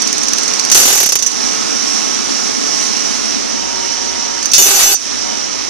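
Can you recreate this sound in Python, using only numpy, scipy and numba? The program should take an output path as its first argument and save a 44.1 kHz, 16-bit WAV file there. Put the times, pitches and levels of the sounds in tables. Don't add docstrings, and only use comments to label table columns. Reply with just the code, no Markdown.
import sys
import numpy as np
from scipy import signal
from scipy.fft import rfft, irfft, next_fast_len
from scipy.io import wavfile
from scipy.ndimage import uniform_filter1d, minimum_filter1d, map_coordinates
from numba import njit

SR = 44100
rng = np.random.default_rng(int(sys.argv[2]) if len(sys.argv) > 2 else 0)


def digitize_waveform(pressure):
    field = np.atleast_2d(pressure).T
    bounded = np.clip(field, -1, 1)
    quanta = np.round(bounded * 32767).astype(np.int16)
    wavfile.write(sys.argv[1], SR, quanta)


N = 250929
TIME = np.arange(N) / SR


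def amp(db):
    return np.exp(np.asarray(db) * np.log(10) / 20)


def unit(x):
    return x / np.sqrt(np.mean(x ** 2) + 1e-20)


def along(points, hz):
    f, v = np.transpose(points)
    return np.interp(np.log(hz + 1), np.log(f + 1), v)


def wobble(rate):
    position = np.arange(N) * rate / SR
    knots = rng.standard_normal(int(position[-1]) + 4)
    return np.interp(position, position[::32], map_coordinates(knots, [position[::32]]))


def filtered(x, response):
    m = next_fast_len(N + SR // 2)
    return irfft(rfft(x, m) * response(np.fft.rfftfreq(m, 1 / SR)), m)[..., :N]


# f/Hz, correlation
CORRELATION = [(30, 0.096), (60, -0.87), (280, -0.95), (620, -0.74), (1350, 0.0015), (2900, 0.56),
               (6400, -0.22), (14000, 0.21)]
def spread(hz):
    return np.arccos(np.clip(along(CORRELATION, hz), -1, 1)) / 2


def rush(spectrum, patchy_db):
    cells = signal.stft(rng.standard_normal((2, N)), nperseg=512)[2]
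    patches = uniform_filter1d(rng.standard_normal(cells.shape[1:]), size=5, axis=0)
    patches = unit(uniform_filter1d(patches, size=14, axis=1))
    direct, diffuse = signal.istft(cells * amp(patchy_db * patches), nperseg=512)[1][:, :N]
    colour = lambda hz: amp(along(spectrum, hz))
    early = lambda hz: 0.26 / (1 + (hz / 6000) ** 2)
    shares = lambda hz: np.array([1j * early(hz), np.sqrt(1 - early(hz) ** 2)])
    mid = filtered(direct, lambda hz: colour(hz) * np.cos(spread(hz)))
    side = filtered([direct, diffuse], lambda hz: colour(hz) * np.sin(spread(hz)) * shares(hz)).sum(0)
    return unit(np.array([mid + side, mid - side]))


def tone(hz, waver_db):
    phase = 2 * np.pi * ((np.cumsum(hz) / SR + rng.random()) % 1)
    lead = spread(np.mean(hz))
    return np.sqrt(2) * np.sin([phase + lead, phase - lead]) * unit(amp(waver_db * wobble(6.83)))


# t/s, fraction of full load
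DUTY = [(0, 0.77), (.65, 0.99), (1.4, 1), (1.95, .92), (3.119, 0.99), (3.55, 0.2)]
def load(lag_s=0):
    return np.clip(np.interp(TIME - lag_s, *np.transpose(DUTY)), 0, 1)


# f/Hz, relative level/dB
FAN_SPECTRUM = [(100, -22), (400, -1.5), (560, 3), (780, -2), (1000, -4), (1300, -2), (1600, -11.5),
                (2200, -7.5), (5000, -63), (12000, -81)]
def cooling_fan():
    return amp(-28.5 - 0.3 * load() + 0.4 * wobble(25)) * rush(FAN_SPECTRUM, patchy_db=1)


# f/Hz, relative level/dB
AIR_SPECTRUM = [(300, -19), (1200, 4), (2200, 2.5), (3000, 3), (3500, 1.5), (4100, 3), (5000, 1),
                (6500, 2.5), (8000, -4), (9800, -6.5), (11500, -14.5), (14500, -28)]
# t/s, half width/s, level rise/dB
HISS_SWELLS = [(1.296, 0.045, 2), (2.823, .05, 1.5), (5.01, 0.069, 3.5)]
def flushing_air():
    swell_db = sum(db * np.exp(-((TIME - s) / width) ** 2) for s, width, db in HISS_SWELLS)
    lift_db = 3 * load() + swell_db + 0.3 * wobble(4.65)
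    level_db = -26.5 + lift_db + 0.23 * wobble(30) + 0.39 * wobble(220)
    hiss = amp(level_db) * rush(AIR_SPECTRUM, patchy_db=0.93)
    treble = filtered(hiss, lambda hz: 1 / (1 + (8000 / (hz + 1)) ** 6))
    return hiss + treble * (amp(1.67 * (lift_db - np.mean(lift_db))) - 1)


def firing_rate(no_load_hz=63.5, droop_hz=3.5):
    return (no_load_hz - droop_hz * load()) * (1 + 0.001027 * wobble(8))


def diesel(firing_hz, turbo_lag_s=0.32):
    firing = np.cos(2 * np.pi * np.cumsum(firing_hz) / SR)
    throb = 1 + 0.11 * firing
    roar_db = -28 + 5.5 * load(turbo_lag_s) + 0.36 * wobble(21.5)
    roar = amp(roar_db) * unit(throb * engine_noise())
    drone = amp(-34.5 - 16 * load()) * unit(firing * amp(3 * wobble(9)))
    overtone = amp(-32 - 25 * load()) * tone(6 * firing_hz, waver_db=3)
    return roar + np.outer([1.05, -0.9], drone) + overtone


# f/Hz, relative level/dB
ENGINE_SPECTRUM = [(20, -35), (45, -24), (85, -17.5), (135, -13.5), (170, -11.5), (210, -0.5), (260, 1.4),
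                   (320, -3), (400, -7), (520, -15.5), (900, -12.5), (3000, -87)]
def engine_noise():
    return rush(ENGINE_SPECTRUM, patchy_db=0)


# multiple of the firing rate, relative level/dB
PUMP_HARMONICS = [(9, -11), (12, -9), (15, -4), (47, -15), (48, -15), (49, -17)]
# opening t/s, closing t/s, level/dB
VALVE_STROKES = [(3.506, 4.38, -28.5), (5.197, 5.328, -27)]
def hydraulic_pump(firing_hz, open_s=0.065, close_s=0.1):
    whine = sum(amp(db) * tone(k * firing_hz, waver_db=1) for k, db in PUMP_HARMONICS)
    valve = sum(amp(db) * np.interp(TIME, [start, start + open_s, end, end + close_s], [0, 1, 1, 0])
                for start, end, db in VALVE_STROKES)
    return valve * whine


# t/s, f/Hz
SHAFT_SPEED = [(0, 109.8), (1.4, 112.2), (2.2, 112), (3, 109.3), (3.2, 107.1), (3.45, 95)]
# multiple of the shaft speed, level/dB at full load
GEAR_ORDERS = [(1, -49.5), (3.62, -42), (4, -33), (6.86, -37), (7.72, -38.5), (9.76, -36), (11.4, -40),
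               (12.6, -44), (20.6, -42)]
def rotation_drive():
    shaft_hz = np.interp(TIME, *np.transpose(SHAFT_SPEED)) * (1 + 0.00145 * wobble(9))
    hum = sum(amp(db) * tone(k * shaft_hz, waver_db=2) for k, db in GEAR_ORDERS)
    return amp(25.5 * (load() - 1)) * hum


# first t/s, last t/s, count, fractional growth of the gap per blow,
# first level/dB, last level/dB, first T60/s, last T60/s
BLOW_RUNS = [(.02, 0.479, 10, -0.016, -8.5, -15.5, 0.019, .05),
             (0.536, 0.7, 4, -0.073, -8, -7.5, 0.019, 0.023), (.746, 0.95, 9, -.018, 7.5, 3.5, 0.18, 0.14),
             (.974, 1.154, 7, .04, 5, 5, 0.13, 0.066), (1.188, 1.263, 3, 0.106, -4, -3.5, 0.088, 0.091),
             (4.58, 4.869, 8, -0.01, 4, 7.5, .4, 0.38)]
# t/s, level/dB, T60/s
LONE_BLOWS = [(.715, 0, .12), (1.314, -18, 0.089), (4.428, -26, .074), (4.455, -13.5, 0.043),
              (4.516, -14, 0.044), (4.534, -1.5, .27), (4.916, 3.5, 0.43)]
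def piston_blows(scatter_db=2.08):
    blows = list(LONE_BLOWS)
    for first, last, count, growth, first_db, last_db, first_t60, last_t60 in BLOW_RUNS:
        beats = np.append(0, np.cumsum((1 + growth) ** np.arange(count - 1)))
        times = first + (last - first) * beats / beats[-1]
        level_db = np.linspace(first_db, last_db, count) + scatter_db * rng.standard_normal(count)
        blows += zip(times, level_db, np.geomspace(first_t60, last_t60, count))
    return blows


# f/Hz, level/dB
SLEEVE_MODES = [(4572, -24), (6400, -22.5), (8380, -28), (8580, -28.5), (9650, -28)]
def sleeve(blows, t60_s=0.054):
    t = np.arange(SR // 5) / SR
    hz, db = np.transpose(SLEEVE_MODES)
    clinks = np.zeros((2, N + SR))
    for s, _, _ in blows:
        ring = amp(db) @ np.sin(2 * np.pi * (np.outer(hz, t) + rng.random((2, len(hz), 1))))
        start = round(s * SR)
        clinks[:, start:start + len(t)] += np.sqrt(2) * ring * amp(-60 * t / t60_s)
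    return clinks[:, :N]


# f/Hz, relative level/dB
STEEL_MODES = [(2140, -30), (2610, -7.5), (2912, -8), (3537, -6.5), (3865, -11), (4204, -10), (4572, -2),
               (5300, -8.5), (5680, -9), (6072, 2.5), (6478, -3), (6884, 0), (7287, -3.5), (7704, -9.5),
               (8110, -10.5), (8540, -9), (9448, -6.5)]
# f/Hz, relative level/dB
CLATTER_SPECTRUM = [(100, -10.5), (300, -14), (550, 1), (800, -8.5), (1500, -3), (3000, -0.5), (4500, -7.5),
                    (6500, 6), (8000, -4), (9600, -0.5), (11000, -3.5), (14500, -12)]
def drill_steel(blows, grip_s=4.94, grip_t60_s=0.12):
    t = np.arange(SR // 3) / SR
    mode_hz, mode_db = np.transpose(STEEL_MODES)
    wander = 0.0432 * np.cumsum(rng.standard_normal((len(mode_hz), len(t))), axis=1)
    modes = np.exp(1j * (2 * np.pi * np.outer(mode_hz, t) + wander))
    clatter = unit(filtered(rng.standard_normal((2, N)), lambda hz: amp(along(CLATTER_SPECTRUM, hz))))
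    rattle_power, ring = np.zeros(N + SR), np.zeros((2, N + SR))
    rise = 1 - np.exp(-t / 0.0005)
    for s, db, t60 in blows:
        envelope = amp(db - 60 * t / t60) * rise
        strength = amp(mode_db + 3.16 * rng.standard_normal((2, len(mode_hz))))
        strike = strength * np.exp(2j * np.pi * rng.random(strength.shape))
        ring_share = np.clip(0.18 + t60 / 0.57, 0, 1)
        start = round(s * SR)
        ring[:, start:start + len(t)] += np.sqrt(ring_share) * envelope * unit((strike @ modes).real)
        rattle_power[start:start + len(t)] += (1 - ring_share) * envelope ** 2
    steel = amp(1) * ring[:, :N] + amp(-1) * np.sqrt(rattle_power[:N]) * clatter
    grip_db = -60 * np.maximum(TIME - grip_s, 0) / grip_t60_s
    return steel * amp(grip_db) * amp([[-1.5], [-1.8]])


def scene():
    blows = piston_blows()
    firing_hz = firing_rate()
    machinery = diesel(firing_hz) + hydraulic_pump(firing_hz) + rotation_drive()
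    return machinery + cooling_fan() + flushing_air() + drill_steel(blows) + sleeve(blows)


def resonance(hz, centre_hz, q):
    return 1 / (1 - (hz / centre_hz) ** 2 + 1j * hz / (centre_hz * q))


def port(hz):
    upper = 0.11 * resonance(hz, centre_hz=9050, q=11.3) * 1j * hz / 9400
    return resonance(hz, centre_hz=5725, q=9.67) * (1 + upper)


def overload(x, ceiling_db, fold_db, fold, leak_hz):
    oversampled = signal.resample_poly(x, 2, 1, axis=1)
    folded = oversampled - fold * np.maximum(oversampled - amp(fold_db), 0)
    saturated = np.clip(folded, -amp(ceiling_db), amp(ceiling_db))
    distortion = signal.resample_poly(saturated - oversampled, 1, 2, axis=1)
    vent = lambda hz: 0.1 - 1.087 * (hz / leak_hz) ** 2 * resonance(hz, leak_hz, q=0.54)
    return x + filtered(distortion, vent)


@njit
def follow(need_db, attack_samples, step_db):
    out, gain = np.empty_like(need_db), 0.
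    for i, need in enumerate(need_db):
        gain += (need - gain) / attack_samples if need < gain else min(need - gain, step_db)
        out[i] = gain
    return out


def gain_control(x, limit_db, attack_s, hold_s, recovery_db_per_s):
    power = np.abs(uniform_filter1d(x ** 2, size=220, axis=1)).max(axis=0)
    level_db = 10 * np.log10(power + 1e-9)
    span = 2 * int(hold_s * SR / 2) + 1
    need_db = minimum_filter1d(np.minimum(limit_db - level_db, 0), span, origin=span // 2)
    return x * amp(follow(need_db, attack_s * SR, recovery_db_per_s / SR))


def record(dry, top_hz=14560):
    pressure = np.array([dry[0], filtered(dry[1], port)])
    distorted = overload(pressure, ceiling_db=6, fold_db=12, fold=6, leak_hz=275)
    ducked = gain_control(distorted, limit_db=-6, attack_s=0.073, hold_s=0.022, recovery_db_per_s=67)
    return filtered(np.clip(ducked, -1, 1), lambda hz: hz < top_hz)


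dry = scene()
out = record(dry)
digitize_waveform(out)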